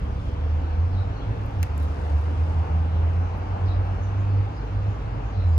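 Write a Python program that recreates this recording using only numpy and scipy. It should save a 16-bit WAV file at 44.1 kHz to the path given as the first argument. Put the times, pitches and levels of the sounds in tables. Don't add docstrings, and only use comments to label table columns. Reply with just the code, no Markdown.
import sys
import numpy as np
from scipy import signal
from scipy.fft import rfft, irfft, next_fast_len
from scipy.io import wavfile
from scipy.ndimage import uniform_filter1d, map_coordinates

SR = 44100
rng = np.random.default_rng(int(sys.argv[2]) if len(sys.argv) > 2 else 0)


def int16_out(signal):
    q = np.round(np.clip(np.atleast_2d(signal).T, -1, 1) * 32767)
    wavfile.write(sys.argv[1], SR, q.astype(np.int16))


N = 246078

# frequency in Hz, relative strength in dB.
WIND_COLOUR = [(12, -23), (22, -16.5), (31, -18), (40, 2.5), (52, 8), (75, 7.5), (100, -0.5), (125, -0.5),
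               (170, -6.5), (260, -13.5), (500, -67.5)]
TRAFFIC_COLOUR = [(90, -26.5), (150, -4), (230, -13), (290, -3.5), (345, -10), (450, -7), (640, -10),
                  (800, -11), (1200, -14), (1580, -18.5), (1900, -22.5), (2800, -26), (3600, -43),
                  (4700, -64.5), (8000, -120)]
TYRE_COLOUR = [(250, -32), (550, -8.5), (800, 9), (1050, 0), (1500, -10.5), (2500, -54.5)]
HISS_COLOUR = [(2000, -8.5), (3200, 5), (4200, -1), (5500, -4), (6800, -9.5), (8000, -18.5), (9700, -18),
               (10800, -33.5), (15000, -49)]
LEAF_COLOUR = [(1000, -20), (3000, -1), (6000, 0.5), (8500, -3.5), (11000, -1), (13500, -2), (15000, -13.5)]
CRACKLE_COLOUR = [(2000, -24), (6000, -5), (10000, -1), (13000, -1.5), (15000, -10.5)]
SLEEVE_COLOUR = [(1200, -15), (2500, 5), (4500, 6), (7000, -0.5), (9500, -5), (11500, -16), (14500, -29.5)]
LEAF_EDGE_COLOUR = [(3000, -25), (7000, -9), (10000, -1), (13200, 0), (14400, -4), (15500, -14)]
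# frequency in Hz, likeness (1 or more is identical).
EAR_LIKENESS = [(45, 3.5), (85, 5.5), (140, 0.5), (280, 1.4), (600, 0.5), (1500, 0), (4000, 0.51),
                (8000, -0.1)]
# frequency in Hz, left minus right in dB.
FAR_BALANCE = [(35, -0.5), (85, -1.2), (170, -2.5), (330, 0), (680, 5), (1400, -0.2), (2800, 0),
               (5500, 4.5), (9000, -2)]
# time in seconds, level in dB.
WIND_STRENGTH = [(0, -30), (1.4, -32), (1.85, -34), (3.3, -32.5), (4.3, -32), (5.58, -33)]
# time when closest in seconds, level then in dB, seconds to drop 3 dB.
CAR_PASSES = [(2.55, -44, 0.6), (3.59, -39, 0.11), (4.95, -48.5, 3.1)]
# pitch in Hz, peak level in dB, peak time in seconds, seconds to drop 3 dB.
MACHINE_HUMS = [(38.1, -33.5, 0.7, 0.73), (51.65, -32, 5.4, 1.6), (99.9, -34, 4.74, 3.7),
                (148.8, -49.5, 2.6, 1.3), (276.7, -50.5, 1.6, 1.3), (491.4, -51, 1.2, 2.9),
                (2960, -71.5, 3.1, 2.5)]
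# time in seconds, firing rate in Hz, level in dB.
FAR_ENGINE_RUN = [(0.9, 122.2, -70), (1.5, 143.7, -45), (2.1, 149.6, -52), (2.55, 161, -47),
                  (2.75, 165.8, -36), (3.1, 173.8, -47.5), (3.6, 181, -66.5)]
# time in seconds, firing rate in Hz.
ENGINE_FIRING = [(0.15, 68.5), (.5, 78.2), (0.78, 80.4), (0.9, 89.44), (1.05, 94.7), (1.33, 105.7),
                 (1.55, 104.2), (1.62, 86.4), (1.74, 75), (2.17, 75.43), (2.3, 80.77), (2.75, 80.73),
                 (3.22, 86), (3.55, 91.74), (4.05, 94.6), (4.3, 99.25), (4.9, 102.4), (5.11, 110.3),
                 (5.26, 110.1), (5.45, 88.27), (5.58, 79.85)]
# time in seconds, level in dB before DRONE_DB.
ENGINE_FADES = [(0.0, -32), (0.19, -26), (0.26, -39), (0.53, -19), (0.76, -28), (0.79, -20.5),
                (1.07, -23.5), (1.12, -38.5), (1.21, -38), (1.31, -21.5), (1.35, -41), (1.39, -26),
                (1.52, -31.5), (1.62, -18), (1.67, -37.5), (1.72, -27), (1.89, -23.5), (2.04, -25),
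                (2.19, -18.5), (2.25, -27.5), (2.46, -19.5), (2.62, -22.5), (2.66, -38.5), (2.73, -23.5),
                (3.22, -19), (3.26, -30.5), (3.6, -26.5), (3.64, -19), (4.12, -30.5), (4.2, -22.5),
                (4.4, -19.5), (4.58, -44), (4.76, -25), (4.8, -33), (4.89, -20.5), (4.94, -36), (5.33, -38),
                (5.39, -17), (5.435, -27), (5.46, -15), (5.53, -17), (5.58, -18)]
# multiple of the firing rate, level in dB against the lowest tone.
ENGINE_OVERTONES = [(2, -25.5), (3, -37)]
# start and length in seconds, end pitch in Hz,
# relative level in dB, rasp as a share of the pitch.
FALLING_CALLS = [(.908, .13, 3800, -58, .036), (3.652, .085, 3850, -53.5, .036),
                 (5.317, .145, 3980, -58.5, .024)]
# start and length in seconds, pitch in Hz, relative level in dB.
BIRD_PEEPS = [(.27, 0.043, 3150, -64), (1.152, .033, 4340, -57), (1.203, 0.038, 3334, -55),
              (1.8, .035, 3830, -60), (4.023, 0.023, 6210, -56.5), (4.54, .06, 4990, -63),
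              (5.47, .06, 7037, -67), (5.52, .045, 4880, -60)]
# peak time, rise and fall in seconds,
# leaf level in dB, sleeve level in dB.
HAND_STROKES = [(.27, 0.37, .13, -82, -64.5), (.6, 0.093, .5, -80.5, -81), (1.43, .25, .5, -75.5, -69.5),
                (1.645, 0.026, 0.046, -65, -57), (1.815, 0.056, .13, -68, -58.5),
                (2.0, 0.3, 0.94, -76.5, -60), (2.5, 0.27, .3, -85, -63.5), (3.14, .12, 0.13, -89, -67.5),
                (4.08, 0.27, .2, -92, -71.5)]
# peak time, rise and fall in seconds, level in dB.
LEAF_BRUSHES = [(.055, .02, .03, -76), (.325, .02, .02, -77), (.878, .04, .03, -77),
                (1.825, .045, .04, -64), (3.387, .035, .018, -69), (3.868, .03, .02, -69.5),
                (4.665, .03, .015, -79)]
# start in seconds, level in dB, ringing pitch in Hz.
LEAF_TICKS = [(.255, -58, 6800), (1.4618, -48.5, 12300), (1.551, -59, 13400), (1.7797, -38.5, 7350),
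              (1.8282, -47.5, 9600), (2.073, -50.5, 13200), (2.216, -51.5, 9600), (4.649, -61, 9200),
              (4.949, -65, 9000)]
# frequency in Hz, relative dB at the left ear, then at the right.
STALK_COLOUR = [(600, -22, -22), (1700, -8, -9), (2550, 5, 0), (3500, -11, -15), (4100, -7, -14),
                (4700, -15, -12), (5800, -9, -3), (6350, -12, -8), (7200, -12, 0), (8600, -11, -14),
                (10400, -11, -5), (12500, -14, -13), (14500, -9, -8), (16000, -18, -16)]
# start in seconds, level in dB,
# added brightness in dB per octave, seconds to fade by 60 dB.
SNAP_STAGES = [(1.6297, -22.5, -.5, .006), (1.6305, -35.5, 6, .022), (1.6343, -31.5, -10, .016)]

GUST_DB, GUSTS_PER_S, LUMP_DB, LUMPS_PER_S = 0.66, 3.2, 1, 9
DRONE_DB, FLUTTER_DB, FLUTTERS_PER_S = -0.78, 1.9, 20
THIN_FIRST_S, THIN_EVERY_S, THIN_COUNT = 4.16, .357, 4
ECHO_FADE_S, TICK_FADE_S = .36, .005
STIR_DB = -97.5
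CATCHES_PER_S, CRACKLE_DB = 300, -3
FAR_LAG_S, NEAR_LAG_S = .00044, -.000175
TOP_HZ = 15100


def amp(db):
    return 10 ** (np.asarray(db) / 20)


def unit(x):
    return x / np.sqrt(np.mean(x ** 2) + 1e-20)


def along(points, hz):
    freqs, values = np.transpose(points)
    return np.interp(np.log(hz + 1), np.log(freqs + 1), values)


def curves(rows):
    times, *columns = np.transpose(rows)
    return [np.interp(np.arange(N) / SR, times, column) for column in columns]


def wobble(rate):
    return map_coordinates(rng.standard_normal(int(N * rate / SR) + 4), [np.arange(N) * rate / SR])


def filtered(x, response):
    size = next_fast_len(N + SR // 2)
    return irfft(rfft(x, size) * response(np.fft.rfftfreq(size, 1 / SR)), size)[..., :N]


def add(track, start_s, sound):
    room = track[max(round(start_s * SR), 0):][:len(sound)]
    room += sound[:len(room)]


def from_side(x, lag_s):
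    return filtered(x, lambda hz: np.exp(-2j * np.pi * hz * lag_s * np.array([[-.5], [.5]])))


def rush(colour, patchy_db):
    slices = signal.stft(rng.standard_normal((2, N)), nperseg=1024)[2]
    patches = uniform_filter1d(rng.standard_normal(slices.shape[1:]), size=7, axis=0)
    patches = uniform_filter1d(patches, size=9, axis=1)
    pair = signal.istft(slices * amp(patchy_db * unit(patches)), nperseg=1024)[1][:, :N]

    def share(hz):
        angle = np.arccos(np.clip(along(EAR_LIKENESS, hz), -1, 1)) / 2
        return amp(along(colour, hz)) * [np.cos(angle), np.sin(angle)]
    mid, side = filtered(pair, share)
    return unit(np.array([mid + side, mid - side]))


def wind():
    db = curves(WIND_STRENGTH)[0] + GUST_DB * wobble(GUSTS_PER_S) + LUMP_DB * wobble(LUMPS_PER_S)
    return amp(db) * rush(WIND_COLOUR, patchy_db=1.0)


def passing(nearest_s, db, half_power_s):
    return amp(db) / np.hypot(1, (np.arange(N) / SR - nearest_s) / half_power_s)


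def traffic():
    wash_gain = passing(nearest_s=3.02, db=-38, half_power_s=3.27) * amp(0.41 * wobble(9.5))
    wash = wash_gain * rush(TRAFFIC_COLOUR, patchy_db=1.0)
    car_gain = np.sqrt(sum(passing(*car) ** 2 for car in CAR_PASSES))
    tyres = car_gain * amp(1.2 * wobble(8)) * rush(TYRE_COLOUR, patchy_db=1.5)
    return wash + tyres


def hiss():
    return amp(-58.5) * rush(HISS_COLOUR, patchy_db=1.9)


def hums():
    t = np.arange(N) / SR
    out = np.zeros(N)
    for hz, db, peak_s, spread_s in MACHINE_HUMS:
        gain = amp(db - 3 * ((t - peak_s) / spread_s) ** 2 + 2.4 * wobble(4))
        out += gain * np.sin(2 * np.pi * hz * t + 0.74 * wobble(8.2))
    return out


def far_engine():
    hz, db = curves(FAR_ENGINE_RUN)
    gain = amp(db + 3.1 * wobble(9))
    return gain * np.sin(2 * np.pi * np.cumsum(hz * (1 + 0.012 * wobble(12))) / SR)


def engine():
    (firing_hz,), (db,) = curves(ENGINE_FIRING), curves(ENGINE_FADES)
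    phase = 2 * np.pi * np.cumsum(firing_hz * (1 + 0.0075 * wobble(14))) / SR
    overtones = sum(amp(level + 0.97 * wobble(4.2)) * np.sin(multiple * phase)
                    for multiple, level in ENGINE_OVERTONES)
    gain = amp(db + DRONE_DB + FLUTTER_DB * wobble(FLUTTERS_PER_S))
    return np.sqrt(2) * gain * (np.sin(phase) + overtones)


def bird_note(length_s, start_hz, end_hz, db, rasp):
    progress = np.linspace(0, 1, int(length_s * SR))
    hz = end_hz + (start_hz - end_hz) * np.exp(-7 * progress)
    hz *= 1 + rasp * (wobble(600) + 0.97 * wobble(90))[:len(hz)]
    shape = np.abs(np.sin(np.pi * progress)) ** .35
    return amp(db) * shape * np.sin(2 * np.pi * np.cumsum(hz) / SR)


def birds():
    calls = np.zeros(N)
    for start_s, length_s, end_hz, db, rasp in FALLING_CALLS:
        add(calls, start_s, bird_note(length_s, start_hz=5630, end_hz=end_hz, db=db, rasp=rasp))
    for start_s, length_s, hz, db in BIRD_PEEPS:
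        add(calls, start_s, bird_note(length_s, hz, hz, db, rasp=0.026))
    for k in range(THIN_COUNT):
        thin = bird_note(length_s=.07, start_hz=6580, end_hz=6580, db=-68.5 + rng.normal(), rasp=.012)
        add(calls, THIN_FIRST_S + k * THIN_EVERY_S, thin)
    t = np.arange(SR // 3) / SR
    walls = unit(rng.standard_normal((2, len(t))) * amp(-60 * t / ECHO_FADE_S)) / np.sqrt(len(t))
    echo = signal.fftconvolve(calls[None], walls, axes=1)[:, :N]
    return .75 * calls + 1.45 * echo


def swell(peak_s, rise_s, fall_s, db):
    t = np.arange(N) / SR
    return amp(db - 13 * np.maximum((peak_s - t) / rise_s, (t - peak_s) / fall_s))


def rustle():
    leaf_gain, sleeve_gain = amp(STIR_DB), 0
    for *timing, leaf_db, sleeve_db in HAND_STROKES:
        leaf_gain = np.hypot(leaf_gain, swell(*timing, leaf_db))
        sleeve_gain = np.hypot(sleeve_gain, swell(*timing, sleeve_db))
    grain = unit(amp(3.3 * wobble(450) + 2.6 * wobble(30)))
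    weave = unit(amp(2.5 * wobble(200)))
    catches = (rng.random(N) < CATCHES_PER_S / SR) * rng.standard_normal(N)
    crackle = amp(CRACKLE_DB) * unit(filtered(catches, lambda hz: amp(along(CRACKLE_COLOUR, hz))))
    sliding = grain * rush(LEAF_COLOUR, patchy_db=4.5)
    rubbing = weave * rush(SLEEVE_COLOUR, patchy_db=0.5)
    return leaf_gain * (sliding + crackle) + sleeve_gain * rubbing


def brushes():
    grains = amp(3.5 * wobble(700)) * rng.standard_normal(N)
    scrape = unit(filtered(grains, lambda hz: amp(along(LEAF_EDGE_COLOUR, hz))))
    return sum(swell(*brush) for brush in LEAF_BRUSHES) * scrape


def fibres(colour, db, fade_s, tilt_db=0):
    t = np.arange(SR // 8) / SR
    hz = np.fft.rfftfreq(len(t), 1 / SR)
    strengths = amp(along(colour, hz) + tilt_db * np.log2(np.maximum(hz, 1500) / 6000))
    decay = amp(db - 60 * t / fade_s)
    scatter = np.exp(1j * np.angle(rfft(decay ** .7 * rng.standard_normal(len(t)))))
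    burst = irfft(strengths * scatter, len(t)) * decay ** .3
    return burst * np.linalg.norm(decay) / np.linalg.norm(burst)


def ticks():
    out = np.zeros(N)
    t = np.arange(SR // 50) / SR
    for start_s, db, hz in LEAF_TICKS:
        ring = amp(db - 60 * t / TICK_FADE_S) * np.sin(2 * np.pi * hz * t)
        add(out, start_s, ring)
        add(out, start_s, fibres(LEAF_EDGE_COLOUR, db - 2, TICK_FADE_S))
    return out * amp([[-.8], [.8]])


def snap():
    out = np.zeros((2, N))
    hz, *ears = np.transpose(STALK_COLOUR)
    for track, ear_db in zip(out, ears):
        colour = np.column_stack([hz, ear_db])
        for start_s, db, tilt_db, fade_s in SNAP_STAGES:
            add(track, start_s, fibres(colour, db, fade_s, tilt_db))
    return out


def scene():
    far = wind() + traffic() + hiss() + engine() + far_engine() + hums() + birds()
    far = filtered(far, lambda hz: amp(along(FAR_BALANCE, hz) * np.array([[.5], [-.5]])))
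    near = rustle() + brushes() + ticks() + snap()
    return from_side(far, FAR_LAG_S) + from_side(near, NEAR_LAG_S)


def record(dry):
    return filtered(dry, lambda hz: 1 / np.sqrt(1 + (hz / TOP_HZ) ** 90))


dry = scene()
out = record(dry)
int16_out(out)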